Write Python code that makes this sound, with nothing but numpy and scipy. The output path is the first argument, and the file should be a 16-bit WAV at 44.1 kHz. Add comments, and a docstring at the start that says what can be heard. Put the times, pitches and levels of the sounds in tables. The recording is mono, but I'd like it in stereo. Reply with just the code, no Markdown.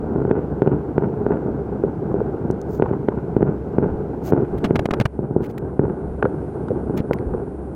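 """Far fireworks across a river valley. From the start old echoes merge into a rolling rumble over a city hum;
mortars thump at street level and slap back off two city blocks, some (first at 1.8 s) with a muffled boom.
From 2.5 s fingers make a hand-held camera's case tick and scuff it; from 2.8 s shells crack overhead.
Deep thuds join at 3.9 s, then a faint high hiss creeps in. From 4.6 s fingers bump the left microphone
port and the limiter ducks. At 6.2 s and 7.1 s sharp cracks ring briefly."""
import sys
import numpy as np
from scipy import signal
from scipy.fft import rfft, irfft, next_fast_len
from scipy.io import wavfile
from scipy.ndimage import uniform_filter1d, minimum_filter1d, map_coordinates

SR = 44100
rng = np.random.default_rng(int(sys.argv[2]) if len(sys.argv) > 2 else 0)


def unload_audio(sound):
    """Save the sound as a 16-bit wav file, at the path given as the first command line argument."""
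    columns = np.transpose(np.atleast_2d(sound))
    # keep every value between -1 and 1, then stretch to whole-number steps
    steps = np.round(np.clip(columns, -1, 1) * 32767)
    wavfile.write(sys.argv[1], SR, steps.astype(np.int16))


N = 341775

# rumble envelope: t/s, level/dB
RUMBLE_LEVELS = [(0, -23.5), (.78, -26.5), (1.1, -24), (3.93, -27), (4.8, -23.5), (5.1, -32.5),
                 (5.48, -27.5), (7.15, -25.5), (7.75, -29)]
# treble envelopes: t/s, air/dB, hiss/dB
TREBLE_LEVELS = [(0, -61, -94), (4.2, -60.5, -81.5), (4.9, -57.5, -65), (5.25, -68, -73), (6.4, -61, -66.5),
                 (7.75, -64.5, -66.5)]
# spectra of rumble, air and hiss: f/Hz, density/dB
RUMBLE_SPECTRUM = [(20, -25.5), (45, -9), (140, 1.5), (280, -2), (420, 1), (570, -11.5), (800, -11.5),
                   (1150, -23.5), (1550, -24), (1850, -45), (4000, -77.5)]
AIR_SPECTRUM = [(900, -31), (1900, 3.5), (3600, -12), (6500, -17), (13000, -21), (16000, -38.5)]
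HISS_SPECTRUM = [(5000, -33.5), (8000, -10.5), (9700, 0.5), (10300, -17.5), (12000, -36.5)]
# left-right likeness of diffuse sound: f/Hz, correlation
COHERENCE = [(60, 0.88), (150, 0.98), (380, 0.84), (950, 0.035)]
# mortar shots: t/s, level/dB, pressure push/ms, share rolling on through the city/dB,
# treble edge/Hz (high for crisp shots, low for dull ones)
MORTARS = [(0.16, -7.5, 0.49, -1, 1920), (0.2514, -8, 0.41, -2, 2200), (0.3117, 2, 0.41, -6.5, 3970),
           (0.62, -1, 0.42, -4.5, 7050), (0.6746, 0, 0.44, -4.5, 6000), (0.9804, -0.5, 0.42, -5.5, 8040),
           (1.265, -4, 0.39, -1.5, 5500), (1.837, -11.5, 0.46, -5.5, 2230), (2.1421, -9.5, 0.48, -1, 1500),
           (2.2048, -8.5, 0.4, -8.5, 1700), (2.5021, -5.5, 0.47, -11.5, 2400),
           (3.3658, 0.5, 0.51, -4.5, 4440), (3.428, 0, 0.49, -5, 5000), (3.784, 1, 0.47, -4, 2800),
           (4.323, -2, 0.4, -4.5, 4200), (4.334, 0, 0.53, -5.5, 3470), (4.7083, 2, 0.49, -7, 3000),
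           (4.888, -1.5, 0.39, -3, 1600), (5.1909, -8, 0.51, -6, 1300), (5.3096, -10.5, 0.53, -8.5, 1190),
           (5.3636, 0, 0.5, -10, 980), (5.794, 2, 0.5, -5, 2200), (6.7056, -11.5, 0.5, -5.5, 1000),
           (6.897, -9, 0.5, -2.5, 1500), (7.338, -9.5, 0.42, -7.5, 1710)]
# resonances near the microphone: f/Hz, width/Hz, gain/dB
BLAST_RESONANCES = [(405.2, 71, 4), (124, 49, -0.5), (901, 110, 1.5), (1459, 140, 10.5), (2700, 850, -6)]
# reflections off nearby surfaces: delay/ms, gain
NEAR_ECHOES = [(5, 0.05), (13.5, 0.074)]
# wave-front crack: f/Hz, density/dB
CRACK_SPECTRUM = [(500, -3.5), (1000, 5), (1700, 11), (2600, 3), (4500, -16.5), (9000, -26.5)]
# echo envelopes of the city and its nearest towers: delay/s, level/dB
CITY_DECAY = [(0, -11), (.016, -0.5), (0.059, 1), (.11, -4.5), (0.169, -24.5), (.4, -21), (.9, -28)]
TOWER_DECAY = [(.03, -27), (.046, -3.5), (.12, -9), (.25, -40.5)]
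# city blocks answering each mortar: delay/s, level over rolling share/dB, push length ratio
BLOCK_ECHOES = [(.042, -3.5, 0.92), (.056, -5.5, 1.204)]
# muffled booms: t/s, level/dB, second swell over first/dB
MUFFLED_BOOMS = [(1.837, -8, -3.5), (2.142, -14, -0.5), (2.204, -15, 4.5), (6.705, -7.5, -1),
                 (6.896, -16.5, 5), (7.337, -11, 1)]
# case ticks, and the midrange snap of two fingertip bumps on the left port (4.91 s, 4.94 s): t/s, level/dB,
# f/Hz
CLICKS = [(2.511, -28.5, 6600), (2.615, -30.5, 6500), (4.9081, 0.5, 902), (4.937, -2, 1396),
          (5.579, -21.5, 1600), (6.684, -22, 1460), (7.133, -12, 1784), (7.187, -27, 2100)]
# fingers sliding on the case: t/s, level/dB, length/s, left over right/dB, pressure 0-1
CASE_SCUFFS = [(2.652, -53, 0.145, 1, 0.05), (4.213, -38.5, 0.1, 19, 0.3), (4.571, -43, .02, 15, 1),
               (5.403, -41, 0.072, 25, 1), (5.481, -44.5, 0.037, 19, 0.9), (5.577, -35, 0.0087, 27, 0.8),
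               (6.964, -35.5, 0.021, 23.5, 0.7), (7.129, -35, 0.012, 28.5, 0.45)]
# skin friction, light and firm: f/Hz, density/dB
LIGHT_SPECTRUM = [(1500, -26), (4000, -8.5), (6500, -2.5), (9000, -15.5), (12000, -10.5), (14500, -2),
                  (16000, -6)]
FIRM_SPECTRUM = [(200, -10), (1700, 2), (2500, -1), (4500, -11.5), (9000, -18.5), (15000, -13.5)]
# shell bursts overhead, and two quick echoes of the sharp crack at 6.23 s:
# t/s, level/dB, pressure push/ms, rolling share/dB, treble edge/Hz
BURSTS_AND_ECHOES = [(2.798, -6, 0.39, -16.5, 1600), (2.823, -1, 0.36, -7.5, 3600),
                     (3.086, 0, 0.39, -14, 4500), (6.227, -4, 0.25, -21.5, 8000),
                     (6.2435, -7, 0.47, -21, 950), (6.254, -4, 0.33, -21.5, 3700),
                     (7.1105, -3.5, 0.37, -14, 1900)]
# flutter after a burst: f/Hz, density/dB
FLUTTER_SPECTRUM = [(400, -4), (950, 8), (1400, -10.5), (6000, -57.5)]
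# ground answering a burst: delay/s, level over rolling share/dB, push length ratio
GROUND_ECHOES = [(0.0892, 0.998, 1.32)]
# deep thuds: t/s, level/dB
DEEP_THUDS = [(3.872, -32), (4.455, -38), (5.998, -34.5), (7.227, -33)]
# thud noise: f/Hz, density/dB
THUD_SPECTRUM = [(25, -13), (75, 0.5), (160, -46.5), (600, -100)]
# fingers on the left port: t/s, level/dB, relative crackle/dB, decay/s
PORT_BUMPS = [(4.641, -5.5, -7.5, 0.017), (4.756, 2, -9.5, 0.0088), (4.792, 7, -14, 0.0053),
              (4.8559, 6, -8.5, 0.0054), (4.909, 2, -6, 0.0059), (4.936, 2, -10, 0.0061),
              (4.9998, 7, -11, 0.004), (5.009, 7, -16, 0.01), (5.054, 9.5, -14.5, 0.0076),
              (6.973, -12.5, -13, 0.024), (7.003, 7.5, -30, 0.0035)]
# skin crackle: f/Hz, density/dB
CRACKLE_SPECTRUM = [(150, 12), (600, 8), (1400, 0), (2400, -5), (8000, -29), (15000, -35.5)]
# ringing of the sharpest cracks: t/s, level/dB, f/Hz, decay/s
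CRACK_RINGS = [(6.225, 4, 1170, 0.0015), (6.2249, -13, 1470, 0.003), (6.253, -6, 500, 0.0078),
               (6.251, -22, 1436, .009), (7.11, -5.5, 437, 0.0056)]

LEAD_SAMPLES = 256  # room ahead of a wave front


def amp(db):
    """dB to gain."""
    return 10 ** (np.asarray(db) / 20)


def unit_rms(x):
    """Scale to rms 1."""
    return x / np.sqrt(np.mean(x ** 2) + 1e-20)


def log_interp(points, hz):
    """Interpolate (f/Hz, value) points on a log axis."""
    knots_hz, values = np.transpose(points)
    return np.interp(np.log(hz + 1), np.log(knots_hz + 1), values)


def envelopes(rows):
    """One value per sample for each column after t/s."""
    times_s, *columns = np.transpose(rows)
    return [np.interp(np.arange(N) / SR, times_s, column) for column in columns]


def wobble(rate_hz):
    """Smooth random curve with knots at rate_hz."""
    knots = rng.standard_normal(int(N * rate_hz / SR) + 4)
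    return map_coordinates(knots, [np.arange(N) * rate_hz / SR])


def filtered(x, response):
    """Apply a complex frequency response."""
    n = x.shape[-1]
    size = next_fast_len(n + 8192)
    return irfft(rfft(x, size) * response(np.fft.rfftfreq(size, 1 / SR)), size)[..., :n]


def noise(spectrum):
    """Two independent noises, same spectrum, rms 1."""
    return unit_rms(filtered(rng.standard_normal((2, N)), lambda hz: amp(log_interp(spectrum, hz))))


def spread(pair):
    """Two independent signals to left and right, alike in the bass."""
    def weights(hz):
        angle = np.arccos(np.clip(log_interp(COHERENCE, hz), -1, 1)) / 2
        return np.array([np.cos(angle), np.sin(angle)])
    mid, side = filtered(pair, weights)
    return np.array([mid + side, mid - side])


def add(track, start_s, sound):
    """Mix a sound into a track."""
    part = track[..., max(round(start_s * SR), 0):][..., :sound.shape[-1]]
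    part += sound[..., :part.shape[-1]]


def valley(rumble_gain_db):
    """Old echoes and city drone merge into a restless rumble; above it faint air and, left, a hiss."""
    rumble_db, = envelopes(RUMBLE_LEVELS)
    air_db, hiss_db = envelopes(TREBLE_LEVELS)
    rumble = unit_rms(spread(noise(RUMBLE_SPECTRUM)) * amp(0.96 * wobble(13) + 1.8 * wobble(70)))
    air = amp(air_db) * noise(AIR_SPECTRUM)
    hiss = amp(hiss_db) * noise(HISS_SPECTRUM) * amp([[0], [-20]])
    return amp(rumble_db + rumble_gain_db) * rumble + air + hiss


def city_hum(hz, level_db):
    """The city's low hum, wavering slightly in pitch and level."""
    phase = 2 * np.pi * np.cumsum(hz + 0.67 * wobble(3.8)) / SR
    return np.sqrt(2) * np.sin(phase) * amp(level_db + 2.9 * wobble(8.3))


def blast(push_ms, softness=1.0, size=4096):
    """Blast wave, peak 1: push, longer suction, short ring."""
    hz = np.fft.rfftfreq(size, 1 / SR)
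    jw_per_ms = 2j * np.pi * hz / 1000
    u = jw_per_ms * push_ms
    wave = u / (1 + u) ** 2 / (1 + softness * u) ** 3
    low_cut_hz = 140 * (0.46 / push_ms) ** 2  # short pushes carry little bass
    body = 1 + sum(amp(db) * 1j * hz * width_hz / (centre_hz ** 2 - hz ** 2 + 1j * hz * width_hz)
                   for centre_hz, width_hz, db in BLAST_RESONANCES)
    walls = 1 + sum(gain * np.exp(-jw_per_ms * delay_ms) for delay_ms, gain in NEAR_ECHOES)
    pulse = irfft(wave * body * walls * 1j * hz / (1j * hz + low_cut_hz))
    return pulse / np.abs(pulse).max()


def crack(report_db, push_ms, size=4096):
    """Dry snap of the wave front, louder for a stronger, shorter push."""
    t = np.arange(size) / SR
    front = 0.33 * rng.standard_normal(size) * np.exp(-t / 0.0024)  # rough wake from turbulent air
    front[0] = 1
    snap = irfft(amp(log_interp(CRACK_SPECTRUM, np.fft.rfftfreq(size, 1 / SR))))
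    snap = np.roll(snap, LEAD_SAMPLES) / snap.max()
    level_db = 3.5 * report_db + 9 - 93 * push_ms
    return amp(level_db) * signal.fftconvolve(front, snap)[:size]


def treble_loss(x, edge_hz):
    """Steep low-pass, as on a long path through air."""
    return filtered(x, lambda hz: 1 / np.sqrt(1 + (hz / edge_hz) ** 10))


def facade_echoes(wave, decay, echoes_per_s, scatter_db, size):
    """A wave off many facades: two sparse echo trains, each of gain 1 in energy."""
    delay_s, db = np.transpose(decay)
    hits = (rng.random((2, size)) < echoes_per_s / SR) * rng.choice([-1, 1], (2, size))
    decay_db = np.interp(np.arange(size) / SR, delay_s, db)
    echoes = hits * amp(decay_db + scatter_db * rng.standard_normal((2, size)).clip(-2, 2))
    echoes /= np.linalg.norm(echoes, axis=1, keepdims=True)
    return signal.fftconvolve(echoes, wave[None], axes=1)


def reports(roll_gain_db, rattle_gain_db):
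    """Each report arrives, then returns crisply off the towers and dully from the city."""
    fronts, echoes = np.zeros(N), np.zeros((2, N))
    for start_s, db, push_ms, share_db, edge_hz in MORTARS + BURSTS_AND_ECHOES:
        wave = blast(push_ms, softness=0.84)
        report = amp(db) * np.pad(wave, (LEAD_SAMPLES, 0))[:-LEAD_SAMPLES] + crack(db, push_ms)
        add(fronts, start_s - LEAD_SAMPLES / SR, treble_loss(report, edge_hz))
        roll = facade_echoes(wave, CITY_DECAY, echoes_per_s=420, scatter_db=5.5, size=40000)
        add(echoes, start_s, amp(db + share_db + roll_gain_db) * roll)
        crisp = blast(0.44 * push_ms)  # small facades return only short waves
        rattle = facade_echoes(crisp, TOWER_DECAY, echoes_per_s=97, scatter_db=3.5, size=12000)
        add(echoes, start_s, amp(db + share_db + rattle_gain_db) * rattle)
    return fronts + treble_loss(spread(echoes), edge_hz=3700)


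def slaps(arrivals, reflectors, depth_s, behind_db, side_db, surfaces):
    """Each report returns off a reflector's front, then off a few surfaces just behind it."""
    mid_side = np.zeros((2, N))
    echoes = [(start_s + delay_s, db + share_db + gain_db, push_ms * stretch)
              for start_s, db, push_ms, share_db, _ in arrivals
              for delay_s, gain_db, stretch in reflectors]
    for start_s, db, push_ms in echoes:
        add(mid_side[0], start_s, amp(db) * blast(push_ms))
        for late, width, aside in rng.random((surfaces, 3)):
            wave = blast(push_ms * (0.5 + 0.73 * width))
            bearing = np.array([[1], [amp(side_db) * (2 * aside - 1)]])
            add(mid_side, start_s + depth_s * (0.1 + late), amp(db + behind_db) * bearing * wave)
    mid, side = mid_side
    return np.array([mid + side, mid - side])


def booms(mean_hz, rise_s, gap_s):
    """Muffled reports without a front: two soft, hollow swells."""
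    track, t = np.zeros(N), np.arange(SR // 20) / SR
    envelope = t / rise_s * np.exp(1 - t / rise_s)
    for start_s, db, second_db in MUFFLED_BOOMS:
        hz = mean_hz * rng.normal(1, 0.062)
        swell = envelope * np.sin(2 * np.pi * hz * t)
        add(track, start_s, amp(db) * swell)
        add(track, start_s + gap_s, amp(db + second_db) * swell)
    return track


def ticks(q, decay_s, right_db):
    """Short clicks: the case ticks under the grip, and two fingertip bumps snap; each a burst of grit through
    one short resonance."""
    track, t = np.zeros(N), np.arange(SR // 20) / SR
    for start_s, db, pitch_hz in CLICKS:
        grit = rng.standard_normal(len(t)) * np.exp(-t / decay_s)
        click = filtered(grit, lambda hz: 1 / (1 - (hz / pitch_hz) ** 2 + 1j * hz / (pitch_hz * q)))
        add(track, start_s, amp(db) * click / np.abs(click).max())
    return track * amp([[0], [right_db]])


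def scuffs():
    """Skin slides over the case: a light touch hisses, a firm one rasps lower."""
    light, firm = np.zeros((2, 2, N))
    for start_s, db, length_s, pan_db, pressure in CASE_SCUFFS:
        u = np.linspace(0, 1, int(length_s * SR))
        swell = amp([[db], [db - pan_db]]) * np.sin(np.pi * u ** 1.8)  # slow build, quick stop
        add(light, start_s, np.sqrt(1 - pressure) * swell)
        add(firm, start_s, np.sqrt(pressure) * swell)
    stick_slip = amp(3.5 * wobble(500))
    return (light * noise(LIGHT_SPECTRUM) + firm * noise(FIRM_SPECTRUM)) * stick_slip


def flutters(delay_s, rise_s, gain_db):
    """A hollow flutter swells and fades after each burst or quick echo."""
    envelope, u = np.zeros(N), np.arange(SR // 10) / SR / rise_s
    for start_s, db, _, share_db, _ in BURSTS_AND_ECHOES:
        add(envelope, start_s + delay_s, amp(db + share_db + gain_db) * u * np.exp(1 - u))
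    return envelope * noise(FLUTTER_SPECTRUM)


def thuds(rise_s, gain_db):
    """Slow swells of deep noise under the display."""
    envelope, u = np.zeros(N), np.arange(SR) / SR / rise_s
    for start_s, db in DEEP_THUDS:
        add(envelope, start_s, amp(db + gain_db) * u ** 2 * np.exp(-2 * (u - 1)))
    return envelope * noise(THUD_SPECTRUM)[0]


def bumps(base_hz, settle_s, overload_db, right_db):
    """A fingertip pumps the left port's air: slowing swings plus skin crackle, softly overloading."""
    port, t = np.zeros(N), np.arange(SR // 10) / SR
    grits = np.array_split(noise(CRACKLE_SPECTRUM)[0], len(PORT_BUMPS))
    for (start_s, db, crackle_db, decay_s), grit in zip(PORT_BUMPS, grits):
        contact = (1 - np.exp(-t / 0.00077)) * np.exp(-(t / decay_s) ** 2)
        settled_hz = base_hz * np.exp(-0.08 * max(db, 0))  # harder is lower
        hz = settled_hz * (1 + 1.39 * np.exp(-t / settle_s))
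        swing = -0.64 * np.sin(2 * np.pi * np.cumsum(hz) / SR)
        crackle = amp(crackle_db + 3) * grit[:len(t)]
        add(port, start_s, amp(db) * contact * (swing + crackle))
    return amp(overload_db) * np.tanh(port / amp(overload_db)) * amp([[0], [right_db]])


def rings(waver, rise_s):
    """The sharpest cracks ring briefly at an unsteady pitch."""
    track, t = np.zeros(N), np.arange(SR // 10) / SR
    for start_s, db, hz, decay_s in CRACK_RINGS:
        phase = 2 * np.pi * np.cumsum(hz * (1 + waver * wobble(360)[:len(t)])) / SR
        envelope = (1 - np.exp(-(t / rise_s) ** 2)) * np.exp(-t / decay_s)
        add(track, start_s, amp(db) * envelope * np.sin(phase))
    return track


def scene():
    """Far display and valley slightly left; fingers on the camera, mostly far left."""
    echoes = slaps(MORTARS, BLOCK_ECHOES, depth_s=0.02, behind_db=-10.5, side_db=-6, surfaces=5)
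    echoes += slaps(BURSTS_AND_ECHOES, GROUND_ECHOES, depth_s=0.026, behind_db=-8.5, side_db=-13,
                    surfaces=4)
    display = (reports(roll_gain_db=1.67, rattle_gain_db=-15.5)
               + treble_loss(echoes, edge_hz=2800)
               + booms(mean_hz=398, rise_s=0.002, gap_s=0.01008)
               + rings(waver=0.094, rise_s=0.0019)
               + flutters(delay_s=0.033, rise_s=0.0036, gain_db=-11.5))
    background = (valley(rumble_gain_db=0.44) + city_hum(hz=67.66, level_db=-39)
                  + thuds(rise_s=0.062, gain_db=5))
    fingers = (bumps(base_hz=166.6, settle_s=0.0048, overload_db=12.5, right_db=-40.5)
               + scuffs() + ticks(q=3.2, decay_s=0.0011, right_db=-22))
    return (display + background) * amp([[0.9], [-0.9]]) + fingers


def record(dry):
    """The camera's limiter ducks both channels at a peak, holds, releases; then a band limit."""
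    ceiling_db, hold_s, release_db_per_s, top_hz = -0.5, 0.043, 96.5, 16000
    attack_samples, half_hold = SR // 500, int(hold_s * SR) // 2
    peak_db = 20 * np.log10(np.abs(dry).max(axis=0) + 1e-9)
    needed_db = np.minimum(ceiling_db - peak_db, 0)
    held_db = minimum_filter1d(needed_db, 2 * half_hold + 1, origin=half_hold - attack_samples // 2)
    release_db = release_db_per_s * np.arange(N) / SR
    gain_db = np.minimum.accumulate(held_db - release_db) + release_db
    limited = dry * amp(uniform_filter1d(gain_db, attack_samples))
    return filtered(limited, lambda hz: hz < top_hz)


dry = scene()
out = record(dry)
unload_audio(out)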